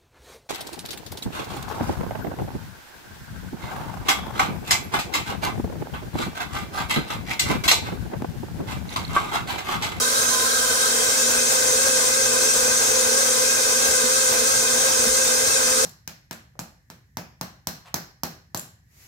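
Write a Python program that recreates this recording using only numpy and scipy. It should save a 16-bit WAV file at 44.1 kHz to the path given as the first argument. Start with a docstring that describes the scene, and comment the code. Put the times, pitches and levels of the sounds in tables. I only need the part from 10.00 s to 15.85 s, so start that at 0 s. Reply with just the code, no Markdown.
"""A stand mixer kneads bread dough, heard from beside its motor head and then over the bowl. Its gear whine
sags each time the hook drags through the dough, about three times a second. Knocking teeth ring the bowl, the
brushes hiss, the motor hums and its cooling fan rushes. Brief squeaks swell out of the running noise; now and
then the bowl gives a soft thump or a tick."""
import sys
import numpy as np
from scipy import signal
from scipy.fft import rfft, irfft
from scipy.io import wavfile

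SR = 44100
rng = np.random.default_rng(int(sys.argv[2]) if len(sys.argv) > 2 else 0)


def output_pcm(signal):
    """Save a mono or channel-first signal as 16-bit PCM at the path in sys.argv[1].

    Samples are clipped to [-1, 1] before scaling.
    """
    pcm = np.clip(np.atleast_2d(signal).T, -1, 1) * 32767
    wavfile.write(sys.argv[1], SR, np.round(pcm).astype(np.int16))


N = 257984
TIME, FREQS = np.arange(N) / SR, np.fft.rfftfreq(N, 1 / SR)


def amp(db):
    """Decibels to gain."""
    return 10 ** (np.asarray(db) / 20)


def unit(x):
    """Scales to rms 1."""
    return x / np.sqrt(np.mean(abs(x) ** 2) + 1e-20)


def envelope(points):
    """A (time_s, value) curve at every sample."""
    return np.interp(TIME, *np.transpose(points))


def spectrum(points):
    """A (freq_hz, value) curve at every frequency."""
    hz, value = np.transpose(points)
    return np.interp(np.log(FREQS + 1), np.log(hz + 1), value)


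def wander(rate_hz):
    """Smooth random modulation of rms 1, rolled off above the given rate."""
    t = TIME[::64]
    hz = np.fft.rfftfreq(len(t), t[1])
    slow = rfft(rng.standard_normal(len(t))) / (1 + (hz / rate_hz) ** 4)
    return np.interp(TIME, t, unit(irfft(slow, len(t))))


def pan(pan_db, lead_rad):
    """Complex stereo gains: positive values make the left side louder and earlier."""
    side = np.array([[.5], [-.5]])
    return amp(side * pan_db) * np.exp(1j * side * lead_rad)


def add(mix, start_s, sound):
    """Mixes a sound in at a time."""
    part = mix[..., round(start_s * SR):][..., :sound.shape[-1]]
    part += sound[..., :part.shape[-1]]


def resonate(x, hz, width_hz):
    """Complex response of a mode with steep skirts; its pitch may move."""
    carrier = np.exp(2j * np.pi * np.cumsum(hz * np.ones(x.shape[-1])) / SR)
    pole = np.exp(-2 * np.pi * width_hz / SR)
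    return carrier * signal.lfilter([1], [1, -2 * pole, pole * pole], x * carrier.conj())


# Listening spot: time_s, position (0 beside the motor head, 1 over the bowl)
LISTENER_PATH = [(0, 0.039), (.7, 0.13), (1.05, 0.62), (1.25, 0.7), (1.55, 1), (5.85, 0.88)]

def beside_head():
    """Nearness to the motor head, 0 to 1; scales every beside_db."""
    return 1 - envelope(LISTENER_PATH)


# Hook strokes: free_s, spurt_hz (rise in tooth rate), mesh_db (tooth tone boost in the next drag)
HOOK_STROKES = [(0.181, 13.7, -14), (0.512, 13.45, -5), (0.846, 9.4, -5.5), (1.17, 12, -4.5),
                (1.504, 10, 0.5), (1.855, 16.9, -0.5), (2.183, 14, -0.5), (2.503, 13.4, -0.5),
                (2.837, 15, 0), (3.196, 15.4, 1), (3.524, 14, -3), (3.856, 15, 0), (4.193, 13.77, 0.5),
                (4.523, 15.6, -2.5), (4.871, 12.4, 0), (5.192, 13, -0.5), (5.51, 14.7, -2), (5.85, 8.9, 6)]

def tooth_rate(loaded_hz=513.3, swing_s=.045):
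    """Meshing rate in Hz: low while the hook drags, with a spurt each time it slips free."""
    t = TIME[::64]
    spurts = sum(hz * np.exp(-.5 * ((t - free_s) / swing_s) ** 2) for free_s, hz, _ in HOOK_STROKES)
    return loaded_hz + np.interp(TIME, t, spurts)


def mesh_boost(drag_after_s=.13):
    """The tooth tone, in dB, swells with the dough that each stroke catches."""
    free_s, _, mesh_db = np.transpose(HOOK_STROKES)
    return np.interp(TIME, free_s + drag_after_s, mesh_db)


def load():
    """How hard the hook drags: the sag of the speed, mean 0 and rms 1; scales every load_db."""
    tooth_hz = tooth_rate()
    return unit(tooth_hz.mean() - tooth_hz)


TEETH = 30
# Gear partials: shaft_harmonic (rounded when played), level_db, pan_db, lead_rad, load_db
WHINE_PARTIALS = [(26, -43.5, -1, 1.5, 0.5), (28, -52, -1, 0.5, 9), (30, -30.5, -3, 1.22, 1.33),
                  (31, -45, -12, -0.1, -2), (36, -46, -2, 2, 4.5), (39, -55.5, 4, 1.4, 8),
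                  (60, -47.5, 1, 1.5, 5.5), (62, -49, -6, 2, -4.5), (70.1, -49, 0, 1, 4),
                  (72.5, -39.5, -0.5, 3.5, -0.5), (83.5, -48, 9, 2, 3.5), (87.2, -39.5, 7, 2.5, -0.5),
                  (89.7, -38, 9, 2.2, -2.5), (92, -38, -3.5, 1.5, 1.5), (121.3, -46.5, 5, 2, 2),
                  (124.4, -49.5, 5, 1.5, 0)]

def gear_whine(turns, shimmer_db=1.4):
    """Meshing teeth sing at multiples of the shaft rate; play in the gears makes each tone flutter."""
    out = np.zeros((2, N))
    backlash = (.3 * wander(12) + .15 * wander(40)) / TEETH
    shaft_rad = 2 * np.pi * turns + backlash
    mesh_db, drag = mesh_boost(), load()
    for harmonic, db, pan_db, lead_rad, load_db in WHINE_PARTIALS:
        harmonic = round(harmonic)
        tone = np.exp(1j * harmonic * shaft_rad + 2j * np.pi * rng.random())
        level_db = db + shimmer_db * wander(14) + load_db * drag + mesh_db * (harmonic == TEETH)
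        out += amp(level_db) * unit((pan(pan_db, lead_rad) * tone).real)
    return out


def ring(modes, impacts, bend, diffuse, waver_db, waver_hz):
    """Impacts ring each mode unevenly, its pitch scaled by bend; diffuse widens the stereo image."""
    out, beside, drag = np.zeros((2, N)), beside_head(), load()
    pair = impacts[0] + diffuse * np.array([[1], [-1]]) * impacts[1]
    for hz, width_hz, db, pan_db, lead_rad, beside_db, load_db in modes:
        rung = pan(pan_db, lead_rad) * resonate(pair, hz * bend, width_hz)
        flutter_db = waver_db * wander(waver_hz) / (1 + (width_hz / 300) ** 2)  # wide modes waver less
        out += amp(db + beside_db * beside + load_db * drag + flutter_db) * unit(rung.real)
    return out


# Bowl resonances: pitch_hz, width_hz, level_db, pan_db, lead_rad, beside_db, load_db
BOWL_MODES = [(445.6, 32, -38.5, -5, 0.31, -2, -0.5), (529.7, 17, -42, -4.5, 0.74, -0.5, -3),
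              (1019.7, 11.3, -46.5, -16, 0.73, 7, 2), (1780, 106, -42, 3.5, 3.55, -0.5, 1),
              (2046, 20, -43.5, 4, 0.2, -8, 0)]
# Tooth chatter that bends with the speed: same columns
CHATTER_BANDS = [(1295, 58, -38.5, -3.5, 3.17, 6.5, -0.81), (1556, 56, -35, 1.5, 1.62, 2.5, -0.22),
                 (2108, 65, -46.5, 5, 0.22, -5, -1.3), (2476, 75, -38.5, 5, 2.63, -6, -0.37),
                 (2594, 54, -40.5, -15, 1.4, -5.5, 0.037)]

def gear_rattle(turns, throb=.04, wear=.42):
    """Teeth knock as they engage, partly by chance, partly in a pattern that turns with the shaft."""
    flaws = rng.standard_normal(2560)
    repeating = flaws[(turns % 1 * len(flaws)).astype(int)] * np.array([[1], [0]])  # centre only
    force = 1 + throb * np.cos(2 * np.pi * turns)
    knocks, chatter = force * (rng.standard_normal((2, 2, N)) + wear * repeating)
    tooth_hz = tooth_rate()
    bend = tooth_hz / tooth_hz.mean()
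    bowl_ring = ring(BOWL_MODES, knocks, bend=1, diffuse=.61, waver_db=1.24, waver_hz=12)
    return bowl_ring + ring(CHATTER_BANDS, chatter, bend, diffuse=.46, waver_db=2.03, waver_hz=10)


def reflect(x, wet, t60_s, patterns=5):
    """Echoes off bowl and counter comb the sound; the pattern drifts as the listener moves."""
    t = TIME[:SR // 20]
    progress = np.sqrt(TIME / TIME[-1]) * (patterns - 1)
    out = x.copy()
    for k in range(patterns):
        arrives = (rng.random((2, len(t))) < .1) & (t > .004)
        taps = rng.standard_normal((2, len(t))) * arrives * amp(-60 * t / t60_s)
        taps /= np.linalg.norm(taps, axis=1, keepdims=True)
        crossfade = np.cos(np.pi / 2 * np.clip(progress - k, -1, 1))
        out += wet * crossfade * signal.oaconvolve(x, taps, axes=1)[:, :N]
    return out / np.sqrt(1 + wet ** 2)


# Tone of the brush hiss: freq_hz, gain_db
HISS_EQ = [(1500, -30.5), (2300, -22.5), (2900, -23.5), (3600, -10.5), (4030, -14.5), (4450, -7.5),
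           (5000, -2), (6500, -1), (8000, -3), (9200, -3), (10000, -13), (11400, -17), (13200, -11.5),
           (15700, -27)]
# Stereo spread of the hiss: freq_hz, pan_db
HISS_PAN = [(3000, -17), (5500, 0), (7000, 3), (9000, -1.5), (11000, 7.5), (12300, -1), (14000, 7)]
# Casing resonances: pitch_hz, width_hz, level_db, pan_db, lead_rad, beside_db, load_db
CASING_MODES = [(3211, 186, -42.5, 1.5, 4.5, 3, 0.75), (3696, 75, -42, -7, 0.96, -12, 1),
                (3834, 80, -44, 4, 1.5, 8, -0.39), (4214, 110, -38.5, -3.5, 4.5, 0.5, -0.37),
                (5100, 99, -42, 19, 0.5, -5, -0.22), (5770, 240, -34, -9, 0.4, -3, -0.33),
                (6284, 115, -31, -1.5, 0.8, -8.5, -0.21), (6680, 220, -35, 4, 1, -15, -1),
                (6930, 45, -38.5, -5, 2, -0.5, -0.8), (7020, 35, -35, 2, 1.5, -5, .5),
                (7610, 220, -36, 2, -2, -18, -0.88), (7780, 65, -40, -13, 1, 0, 1),
                (8366, 156, -31, 11, 2, -8.5, -0.63), (8760, 130, -40.5, 10, 3.5, 3, 0.83),
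                (9200, 210, -37, 12, 3, -1, 0.9), (9870, 540, -41, 4, 1.5, 1, -0.56),
                (10600, 590, -38.5, 19, 4, -2, -0.44), (13200, 350, -47, 6, 4.5, 9, -0.082)]
# Level ride of the brushes: time_s, gain_db
BRUSH_FADER = [(0, 2.5), (.45, 2), (.8, 2.5), (1.3, 1.95), (2.3, 1.45), (3.3, 2.16), (4.4, 2), (5.85, 2.5)]

def brushes(turns, hiss_db=-24, flicker_db=.44, drift=.0033):
    """Brushes scrape the commutator: a bright hiss that throbs with the shaft and rings the casing."""
    rotor_turns = 6 * turns
    throb = 1 + .019 * np.cos(2 * np.pi * turns) + .033 * np.cos(2 * np.pi * rotor_turns)
    force = throb * amp(flicker_db * wander(30))
    scrape = rfft(force * rng.standard_normal((2, N)))
    hiss = irfft(scrape * amp(spectrum(HISS_EQ)) * pan(spectrum(HISS_PAN), 0), N)
    shade_db = np.outer((-2.8, -.6), beside_head())  # beside the head, the left side is shaded more
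    sound = amp(hiss_db + shade_db) * unit(hiss)
    for modes in (CASING_MODES[::2], CASING_MODES[1::2]):  # neighbouring modes ring independently
        impacts = force * rng.standard_normal((2, N))
        bend = 1 + drift * wander(4.1)
        sound += ring(modes, impacts, bend, diffuse=.16, waver_db=1.9, waver_hz=16)
    return reflect(sound, wet=.4, t60_s=.05) * amp(envelope(BRUSH_FADER))


# Mains hum and frame vibration: pitch_hz, level_db
HUM_PARTIALS = [(27, -65), (60, -59), (120, -55), (160, -59.5), (240, -44), (257, -55.5), (360, -58),
                (480, -43.5)]

def motor_hum(waver_db=2.24):
    """The motor frame buzzes at mains harmonics and a few tones of its own, whatever the speed."""
    tones = sum(amp(db + waver_db * wander(3.6)) * np.exp(2j * np.pi * (hz * TIME + rng.random()))
                for hz, db in HUM_PARTIALS)
    return np.sqrt(2) * (pan(pan_db=-1, lead_rad=.41) * tones).real


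# Tone of the fan and the churning gears: freq_hz, gain_db
RUSH_EQ = [(15, -28), (40, -10), (65, -6.5), (110, -6.5), (190, -13), (240, -3.5), (300, -4.5), (420, -6.5),
           (600, -2), (900, -1.5), (1350, -4), (1950, -6), (2800, -10.5), (6000, -11)]
# Left-right likeness of the rush: freq_hz, correlation
RUSH_CORRELATION = [(30, .8), (60, .92), (250, .96), (340, .45), (450, .85), (700, .5), (1100, 0)]

def fan_rush(rush_db=-30, swell_db=1.77, beside_db=-.3, load_db=-.2):
    """The cooling fan's low rush: centred in the bass, wide on top, a touch quieter under load."""
    left, stray = rfft(rng.standard_normal((2, N)))
    alike = spectrum(RUSH_CORRELATION)
    right = alike * left + np.sqrt(1 - alike ** 2) * stray
    pair = np.array([left, right]) * pan(pan_db=-.5, lead_rad=0)
    level_db = rush_db + swell_db * wander(14) + load_db * load() + beside_db * beside_head()
    return amp(level_db) * unit(irfft(pair * amp(spectrum(RUSH_EQ)), N))


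# Squeaks and rings: middle_s, length_s, level_db, pitch_hz, glide_hz_per_s, width_hz, pan_db
SQUEAK_CUES = [(0.268, 0.32, -26.5, 6400, 5, 75, -11), (0.346, 0.11, -30.5, 1026, 0, 2, -9),
               (0.434, .1, -29.5, 1035, 0, 2, -4), (1.08, 0.74, -32.5, 7600, 0, 170, -7),
               (1.688, 1.1, -41, 10900, 600, 87, 3), (1.12, .4, -36, 5720, -3, 110, 2),
               (2.349, 1.4, -39, 1570, 2, 43, 8), (2.502, .25, -31, 5700, 0, 90, 0),
               (2.65, .3, -33, 6290, 0, 60, 0), (2.87, .7, -38, 442.8, -9, 2, 3),
               (4.35, 1.28, -40, 447.5, 10.5, 1.9, -2), (5.74, 0.51, -36.5, 444.2, 2, 2.7, -3)]

def squeaks():
    """Narrow rings that fade in and out, some gliding."""
    out = np.zeros((2, N))
    for middle_s, length_s, db, hz, glide, width_hz, pan_db in SQUEAK_CUES:
        t = np.arange(-length_s / 2, length_s / 2, 1 / SR)
        pitch_hz = np.pad(hz + glide * t, (SR, 0), "edge")  # a second's pre-roll builds up the ring
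        tone = resonate(rng.standard_normal(len(pitch_hz)), pitch_hz, width_hz)[SR:]
        stereo = unit((pan(pan_db, lead_rad=1) * tone).real)
        add(out, middle_s - length_s / 2, amp(db) * stereo * np.hanning(len(t)))
    return out


# Dough hits: start_s, level_db, pitch_hz, t60_s
THUMP_CUES = [(1.745, -39, 62, 0.21), (2.685, -33, 214, 0.12), (3.88, -36, 62, 0.34),
              (4.039, -26, 248, 0.12), (5.069, -23.5, 236, 0.12), (5.089, -35, 60, 0.34)]

def dough_thumps(attack_s=.0011):
    """Soft dough slaps the bowl with short, low thuds."""
    out, t = np.zeros((2, N)), TIME[:SR // 2]
    attack = 1 - np.exp(-t / attack_s)
    for start_s, db, hz, t60_s in THUMP_CUES:
        add(out, start_s, amp(db - 60 * t / t60_s) * attack * np.sin(2 * np.pi * hz * t))
    return out


# Small knocks and ticks: start_s, level_db, pitch_hz, width_hz, t60_s
TICK_CUES = [(2.344, -21, 6600, 3000, .015), (3.011, -14, 6660, 2500, 0.017),
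             (4.695, -27, 1000, 200, 0.059)]

def bowl_ticks():
    """Harder touches on the bowl give quickly dying bands of noise."""
    out, t = np.zeros((2, N)), TIME[:SR // 2]
    for start_s, db, hz, width_hz, t60_s in TICK_CUES:
        touch = resonate(rng.standard_normal((2, len(t))), hz, width_hz).real
        add(out, start_s, amp(db - 60 * t / t60_s) * unit(touch))
    return out


def scene():
    """One shaft drives whine, rattle and brushes; the other layers play alongside."""
    tooth_hz = tooth_rate() + 1.1 * wander(3.85)  # lumpy dough makes the speed tremble
    turns = np.cumsum(tooth_hz / TEETH) / SR
    machine = gear_whine(turns) + gear_rattle(turns) + brushes(turns) + motor_hum() + fan_rush()
    return machine + squeaks() + dough_thumps() + bowl_ticks()


def record(dry):
    """A steep high cut takes off the very top."""
    high_cut = signal.firwin(801, cutoff=15760, window=("kaiser", 9), fs=SR)
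    return signal.oaconvolve(dry, high_cut[None], "same")


dry = scene()
out = record(dry)
output_pcm(out)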